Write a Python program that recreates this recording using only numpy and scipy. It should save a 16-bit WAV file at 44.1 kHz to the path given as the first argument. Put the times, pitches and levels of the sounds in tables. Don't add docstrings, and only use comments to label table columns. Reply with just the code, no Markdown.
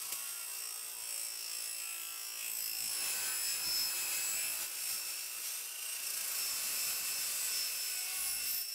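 import sys
import numpy as np
from scipy import signal
from scipy.fft import rfft, irfft, next_fast_len
from scipy.io import wavfile
from scipy.ndimage import uniform_filter1d, map_coordinates

SR = 44100
rng = np.random.default_rng(int(sys.argv[2]) if len(sys.argv) > 2 else 0)


def decibels_to_gain(level_db):
    exponent = np.asarray(level_db, float) / 20
    return 10 ** exponent


def int16_out(signal):
    q = np.round(np.clip(np.atleast_2d(signal).T, -1, 1) * 32767)
    wavfile.write(sys.argv[1], SR, q.astype(np.int16))


N = 385434

# start_s, grinding level_db
FEED = [(0, -43), (.8, -45.5), (2.3, -46.5), (2.85, -44), (3.05, -37.5), (3.28, -37), (3.43, -41),
        (4.05, -38), (4.55, -41), (4.75, -42), (5.28, -43), (5.46, -40), (5.72, -44), (6.4, -37.5),
        (7.45, -38), (7.9, -40.5), (8.5, -40), (8.74, -48)]
# pitch_hz, level_db
CHIP_COLOUR = [(1200, -23.5), (1900, -5.5), (2600, -4), (3800, -6), (5200, 1), (6400, -3.5), (7800, 4),
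               (9100, -5), (10350, 3), (11700, -5), (13000, 0), (14500, -7.5), (17000, 1.5)]


def unit(x):
    return x / np.sqrt(np.mean(np.abs(x) ** 2))


def curves(table):
    s, *columns = np.transpose(table)
    return [np.interp(np.arange(N) / SR, s, c) for c in columns]


def swells(rows, order=2):
    t = np.arange(0, N + 100, 100) / SR
    total = 0 * t
    for s, height, width in rows:
        total = total + height * np.exp(-((t - s) / width) ** order)
    return np.interp(np.arange(N) / SR, t, total)


def colour(x, points):
    hz, db = np.transpose(points)
    size = next_fast_len(len(x))
    f = np.log(np.arange(size // 2 + 1) * SR / size + 1)
    gain = decibels_to_gain(np.interp(f, np.log(hz), db, left=-80, right=-80))
    return unit(irfft(rfft(x, size) * gain, size)[:len(x)])


def walk(rate_hz):
    hold = int(SR / rate_hz)
    steps = np.repeat(rng.standard_normal(N // hold + 1), hold)
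    return unit(uniform_filter1d(uniform_filter1d(steps, hold), hold)[:N])


def rim(turns, likeness, count, smooth_orders, points=None):
    rows = rng.standard_normal((int(turns[-1]) + 2, count))
    smooth = np.sqrt(1 + (np.arange(count // 2 + 1) / smooth_orders) ** 2)
    rows = irfft(rfft(rows) / smooth, count)
    keep = np.clip(np.interp(np.arange(len(rows)), turns, likeness), 0, .94)
    for k in range(1, len(rows)):
        rows[k] = keep[k] * rows[k - 1] + np.sqrt(1 - keep[k] ** 2) * rows[k]
    rough = rows.ravel()
    if points:
        rough = colour(rough, points)
    return unit(map_coordinates(rough, [turns * count], order=3))


def speed():
    # start_s, speed in turns per s
    shaft = [(0.0, 58.44), (1.81, 55.8), (2.38, 56.12), (2.66, 55.16), (2.94, 55.74), (3.28, 54.01),
             (3.68, 54.7), (4.16, 53.61), (4.78, 56.62), (5.16, 56.62), (5.56, 58.52), (5.84, 58.56),
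             (6.12, 56.85), (6.5, 55.67), (7.0, 55.26), (7.31, 55.93), (7.66, 55.33), (8.74, 56.27)]
    # centre_s, change in turns per s, half_width_s
    surges = [
        (.88, .22, .15),
        (4.8, .1, .06),
        (5.0, -.18, .08),
        (7.9, -.13, .14),
        (8.25, .27, .13),
        (8.52, -.1, .08),
    ]
    return curves(shaft)[0] + swells(surges)


def shake(turns, likeness):
    # multiple of the blade speed, level_db
    blade_lines = [(1, -90), (3, -111), (6, -79), (9, -76.5), (10, -80), (13, -81), (21, -71.5)]
    # multiple of the motor speed, level_db
    motor_lines = [(1, -81), (2, -82), (7, -61), (13, -66), (14, -67.5)]
    motor_turns = 46 / 7 * turns
    feed_db = curves(FEED)[0]
    blade, motor = 0, 0
    for m, db in blade_lines:
        blade = blade + decibels_to_gain(db + 2 * walk(1.8)) * np.sin(2 * np.pi * m * turns)
    for m, db in motor_lines:
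        motor = motor + decibels_to_gain(db + 2 * walk(4)) * np.sin(2 * np.pi * m * motor_turns)
    effort = decibels_to_gain(.6 * (feed_db - np.mean(feed_db)))
    return np.sqrt(2) * (blade * 1.73 * likeness ** 2 + motor * effort)


def snags():
    # start_s, crack level_db, thud level_db, ring time to fall 60 dB in s
    catches = [
        (0.1223, -31.5, -54.5, 0.1),
    ]
    # pitch_hz, level_db
    thud_colour = [(60, -8), (150, -4), (500, 0), (1000, -5), (1700, -8)]
    crack = colour(rng.standard_normal(N), CHIP_COLOUR)
    thud = colour(rng.standard_normal(N), thud_colour)
    out, t = 0, np.arange(N) / SR
    for s, db, thud_db, t60 in catches:
        age = np.maximum(t - s, 0)
        fall = np.minimum(age / 0.001, 1) * np.exp(-np.log(1000) * age / t60)
        out = out + fall * decibels_to_gain(db) * crack + fall ** 1.2 * decibels_to_gain(thud_db + 3.5) * thud
    return out


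def rings():
    # start_s, end_s, start pitch_hz, end pitch_hz, level_db
    songs = [(0, 0.342, 1112, 1100, -66), (0.132, .5, 1416, 1378, -65), (1.805, 2.258, 1345, 1330, -64.5),
             (2.7, 2.9, 770, 788, -70), (2.9, 3.2, 1120, 1090, -63.5), (3.1, 3.39, 1525, 1537, -55),
             (3.2, 3.55, 1800, 1790, -59.5), (3.6, 3.897, 4270, 4190, -58), (4.344, 4.646, 668, 652, -65),
             (5.848, 6.6, 1626, 1616, -65), (7.407, 7.655, 1990, 1980, -63), (7.8, 8.467, 1510, 1440, -64),
             (7.947, 8.402, 744, 787, -66), (8.05, 8.347, 1135, 1093, -64), (7.95, 8.445, 2220, 2140, -60),
             (8.13, 8.615, 56.5, 56.8, -73), (8.67, 8.8, 12000, 12100, -55), (2.15, 2.5, 5670, 5655, -58),
             (2.52, 2.7, 5880, 5870, -58), (2.6, 2.8, 5030, 5035, -56), (2.9, 3.3, 9800, 9780, -56),
             (3.5, 3.75, 9850, 9850, -56), (4.0, 4.3, 9800, 9760, -55)]
    out, t, waver = np.zeros(N), np.arange(N) / SR, walk(30)
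    for start, end, hz, end_hz, db in songs:
        on = (t > start) & (t < end)
        part = (t[on] - start) / (end - start)
        phase = 2 * np.pi * np.cumsum(hz + (end_hz - hz) * part) / SR
        level = decibels_to_gain(db + 5 + 1.54 * waver[on]) * np.sin(np.pi * part) ** 0.3
        out[on] += level * np.sin(phase + 0.86 * waver[on])
        waver = np.roll(waver, SR)
    return out


def pan(x, wet_db):
    ring_t60_s = .15
    t = np.arange(SR // 4) / SR
    place = np.linspace(0, 4, N)
    fall = np.exp(-np.log(1000) * t / ring_t60_s)
    wet = 0
    for k, ring in enumerate(rng.standard_normal((5, len(t))) * fall):
        share = np.cos(np.pi / 2 * np.clip(place - k, -1, 1))
        wet = wet + signal.oaconvolve(share * x, ring / np.sqrt(np.sum(ring ** 2)))[:N]
    return (x + decibels_to_gain(wet_db) * wet) / np.sqrt(1 + decibels_to_gain(2 * wet_db))


def bite(turns, gain):
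    # start_s, depth 0-1, angle of its high side in turns
    runout_table = [(0, .22, .13), (1.05, .34, .07), (2.2, .2, .13), (2.8, .3, .08), (3.05, .05, .15),
                    (4.2, .03, .4), (4.6, .17, .52), (6.2, .13, .35), (6.55, .03, .2), (7.1, .07, .13),
                    (8, .12, .35), (8.74, .09, .3)]
    # centre_s, depth 0-1, half_width_s, angle in turns
    chatter = [(0, 0.3, 0.24, -0.53), (1.25, 0, .12, .97), (5.75, 0.3, 0.25, -1),
               (6.148, 0.35, 0.23, -0.69), (8.74, .17, 0.2, -.6)]
    runout, spot = curves(runout_table)
    a = 2 * np.pi * (turns - spot)
    dig = np.cos(a) + .45 * np.cos(2 * a + 1.2) + .25 * np.cos(3 * a + 2.4)
    buck = 0
    for row in chatter:
        buck = buck + swells([row[:3]]) * np.cos(np.pi * (turns - row[3]))
    press = np.exp(gain * runout * dig + gain * buck)
    return press / np.sqrt(uniform_filter1d(press ** 2, SR // 14))


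def grind(turns, likeness, press):
    # centre_s, grinding level_db, half_width_s
    shoves = [(1.06, -0.5, 0.032), (2.47, 2, 0.045), (3.65, 2, .08), (4.62, 3.5, 0.036),
              (4.68, -1.5, 0.027), (4.92, 3.5, 0.064), (5.1, 3.5, 0.037), (6.9, 2, 0.05)]
    # centre_s, level_db, half_width_s
    jolts = [(.5, -6, 0.38), (1.05, 6, .08), (2.0, -6, 0.22), (2.86, 11, 0.086), (3.76, 7, 0.11),
             (4.45, 4, 0.076), (4.93, 7.5, 0.04), (5.6, -8, 0.27), (6.65, 3, 0.31), (8.0, -6, 0.066),
             (8.4, 7, 0.2)]
    # pitch_hz, level_db
    open_body = [(250, -34), (340, -1.5), (600, -0.5), (1000, 1.5), (1500, 4.5), (2000, -3.5), (2600, 1)]
    covered_body = [(250, -35), (340, -5.5), (600, -1.5), (1000, 1), (1500, 3.5), (2000, -6), (2600, 2)]
    bench_colour = [(20, -15), (50, 0), (110, 1), (200, 2), (290, 2.5), (380, -18)]

    db = curves(FEED)[0] + swells(shoves)
    covered = (1 + np.tanh((np.arange(N) / SR - 4.75) / 0.17)) / 2
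    body_db = -14 - 2.5 * covered
    bench_db = -32 - 4 * covered + 0.57 * (db - np.mean(db)) + swells(jolts)

    chips = rim(turns, likeness, count=800, smooth_orders=2700.0, points=CHIP_COLOUR)
    chips = chips * decibels_to_gain(1.03 * walk(25))
    drone = rim(turns, likeness ** 0.88, count=128, smooth_orders=210.0)
    body = (1 - covered) * colour(drone, open_body) + covered * colour(drone, covered_body)
    rumble = rim(turns, 0.85 * likeness, count=32, smooth_orders=33.0)
    bench = colour(rumble, bench_colour) * decibels_to_gain(1.3 * walk(11) + 2 * walk(45))

    sheet = pan(decibels_to_gain(db) * (press * chips + decibels_to_gain(body_db) * press ** 0.27 * body), wet_db=-3)
    return sheet + decibels_to_gain(db + bench_db) * bench


def whine(turns, likeness, press):
    free_levels = [-58, -57.5, -54.5, -57.5, -55, -59]
    # centre_s, level_db, half_width_s
    sing_tables = [
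        [(2.45, 5, 0.053), (4.43, 8, 0.088), (5.85, 6, .2)],
        [(.65, 5.5, 0.11), (1.4, 5.5, 0.4), (2.85, 9.5, 0.28), (3.76, 13.5, 0.15), (4.42, 6.5, .1),
         (5.0, 7.5, 0.25), (6.47, 9, .14), (7.6, 13, .1), (7.89, 9, .17), (8.41, 9, .18), (8.7, 11, 0.13)],
        [(1.13, 7, 0.15), (2.52, 6.5, 0.13), (2.87, 8.5, 0.11), (4.32, 7.5, 0.13), (4.9, 8, 0.078),
         (6.3, 4.5, 0.22), (6.82, 7, 0.092), (7.47, 8, .1)],
        [(1.15, 6, 0.14), (3.0, 9.5, 0.15), (3.48, 6.5, 0.25), (4.46, 8, 0.078), (8.27, 14, .12)],
        [(2.57, 6, 0.17), (4.43, 5, 0.14), (8.55, 12.5, 0.091)],
        [],
    ]
    more_sing_tables = [
        [(3.03, 4, .07), (4.08, 3.1, 0.053), (7.0, 3, .2), (8.35, 5.4, 0.26)],
        [(2.3, 3, .1), (5.5, 8, .06), (6.04, 7, .14), (3.5, 6, 0.064), (6.85, 5, .12), (7.2, 5.3, .12)],
        [(.72, 4.2, 0.33), (1.65, 2.8, .2), (3.5, 3.9, 0.07), (5.97, 6, .17), (8.0, 4, 0.063), (8.4, 4.4, .1)],
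        [(.3, 4.5, .3), (1.68, 5, .1), (3.95, 4.8, .12), (6.12, 6, 0.072), (6.8, 4, .15), (7.33, 5, .12),
         (8.55, 5, 0.14)],
        [(3.4, 5, .1), (3.85, 5, .12), (4.88, 5, .1), (6.05, 5, .15), (6.4, 3.7, .15), (6.85, 4, .15),
         (8.27, 5.1, 0.11)],
        [],
    ]
    # centre_s, level_db, half_width_s
    skims = [
        (6, -12, 0.045),
        (5.65, -5, 0.11),
        (4.65, -4, 0.047),
    ]
    # centre_s, share 0-1, half_width_s
    stiff_edge = (8.4, .8, .35)
    tooth_count, free_turns_per_s = 48, 58.6

    load_db = 1.65 * (free_turns_per_s - speed())
    skim_db = swells(skims)
    twist = np.cumsum(.3 * (1 - press)) / SR
    twist = twist - uniform_filter1d(twist, SR // 14)
    spacing = .00045 * rim(turns, .9 + 0 * turns, count=tooth_count, smooth_orders=2.5)
    edge = turns + (spacing + twist) * (1 - swells([stiff_edge]))
    uneven = 0.28 + 1.06 * likeness ** 2

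    out = 0
    for k, (db, sings, more_sings) in enumerate(zip(free_levels, sing_tables, more_sing_tables), 1):
        scatter = uneven * (2 if k == 1 else .8)
        re = rim(turns, likeness ** .15, count=tooth_count, smooth_orders=1.8)
        im = rim(turns, likeness ** .15, count=tooth_count, smooth_orders=1.8)
        teeth = press * (1 + scatter * (re + 1j * im))
        teeth = teeth / np.sqrt(uniform_filter1d(np.abs(teeth) ** 2, SR // 14) / 2)
        level_db = db + load_db + swells(sings + more_sings, order=4) + 1.5 * walk(8)
        if k > 1:
            level_db = level_db + skim_db
        out = out + decibels_to_gain(level_db) * np.real(teeth * np.exp(2j * np.pi * k * tooth_count * edge))
    return out


def scene():
    # start_s, likeness of one turn to the last 0-1
    blade_likeness = [(0, 0.5), (.3, 0.64), (1.6, 0.72), (2.4, 0.9), (2.55, 0.47), (2.8, 0.79), (3.1, 0.13),
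                      (3.5, 0.6), (4, 0), (4.5, 0.44), (4.8, 0.13), (6, 0.22), (7, 0), (8.25, .3),
                      (8.74, 0.06)]
    # centre_s, level_db, half_width_s
    lift_off = (8.655, -2.5, 0.027)
    turns = np.cumsum(speed()) / SR
    likeness = np.clip(curves(blade_likeness)[0], 0, 1)
    press = bite(turns, gain=0.44)
    teeth = whine(turns, likeness, press ** 4.24)
    cut = decibels_to_gain(swells([lift_off])) * (teeth + grind(turns, likeness, press))
    return np.tile(cut + rings() + shake(turns, likeness) + snags(), (2, 1))


def band_limit(x):
    return signal.sosfilt(signal.butter(12, 16440, fs=SR, output="sos"), x)


def record(dry):
    size = next_fast_len(N)
    kept = np.arange(size // 2 + 1) * SR / size < 15730
    soft = np.tanh(dry / .07) * .07
    mix = irfft(rfft(soft, size) * kept, size)[:, :N]
    return band_limit(mix)


dry = scene()
out = record(dry)
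int16_out(out)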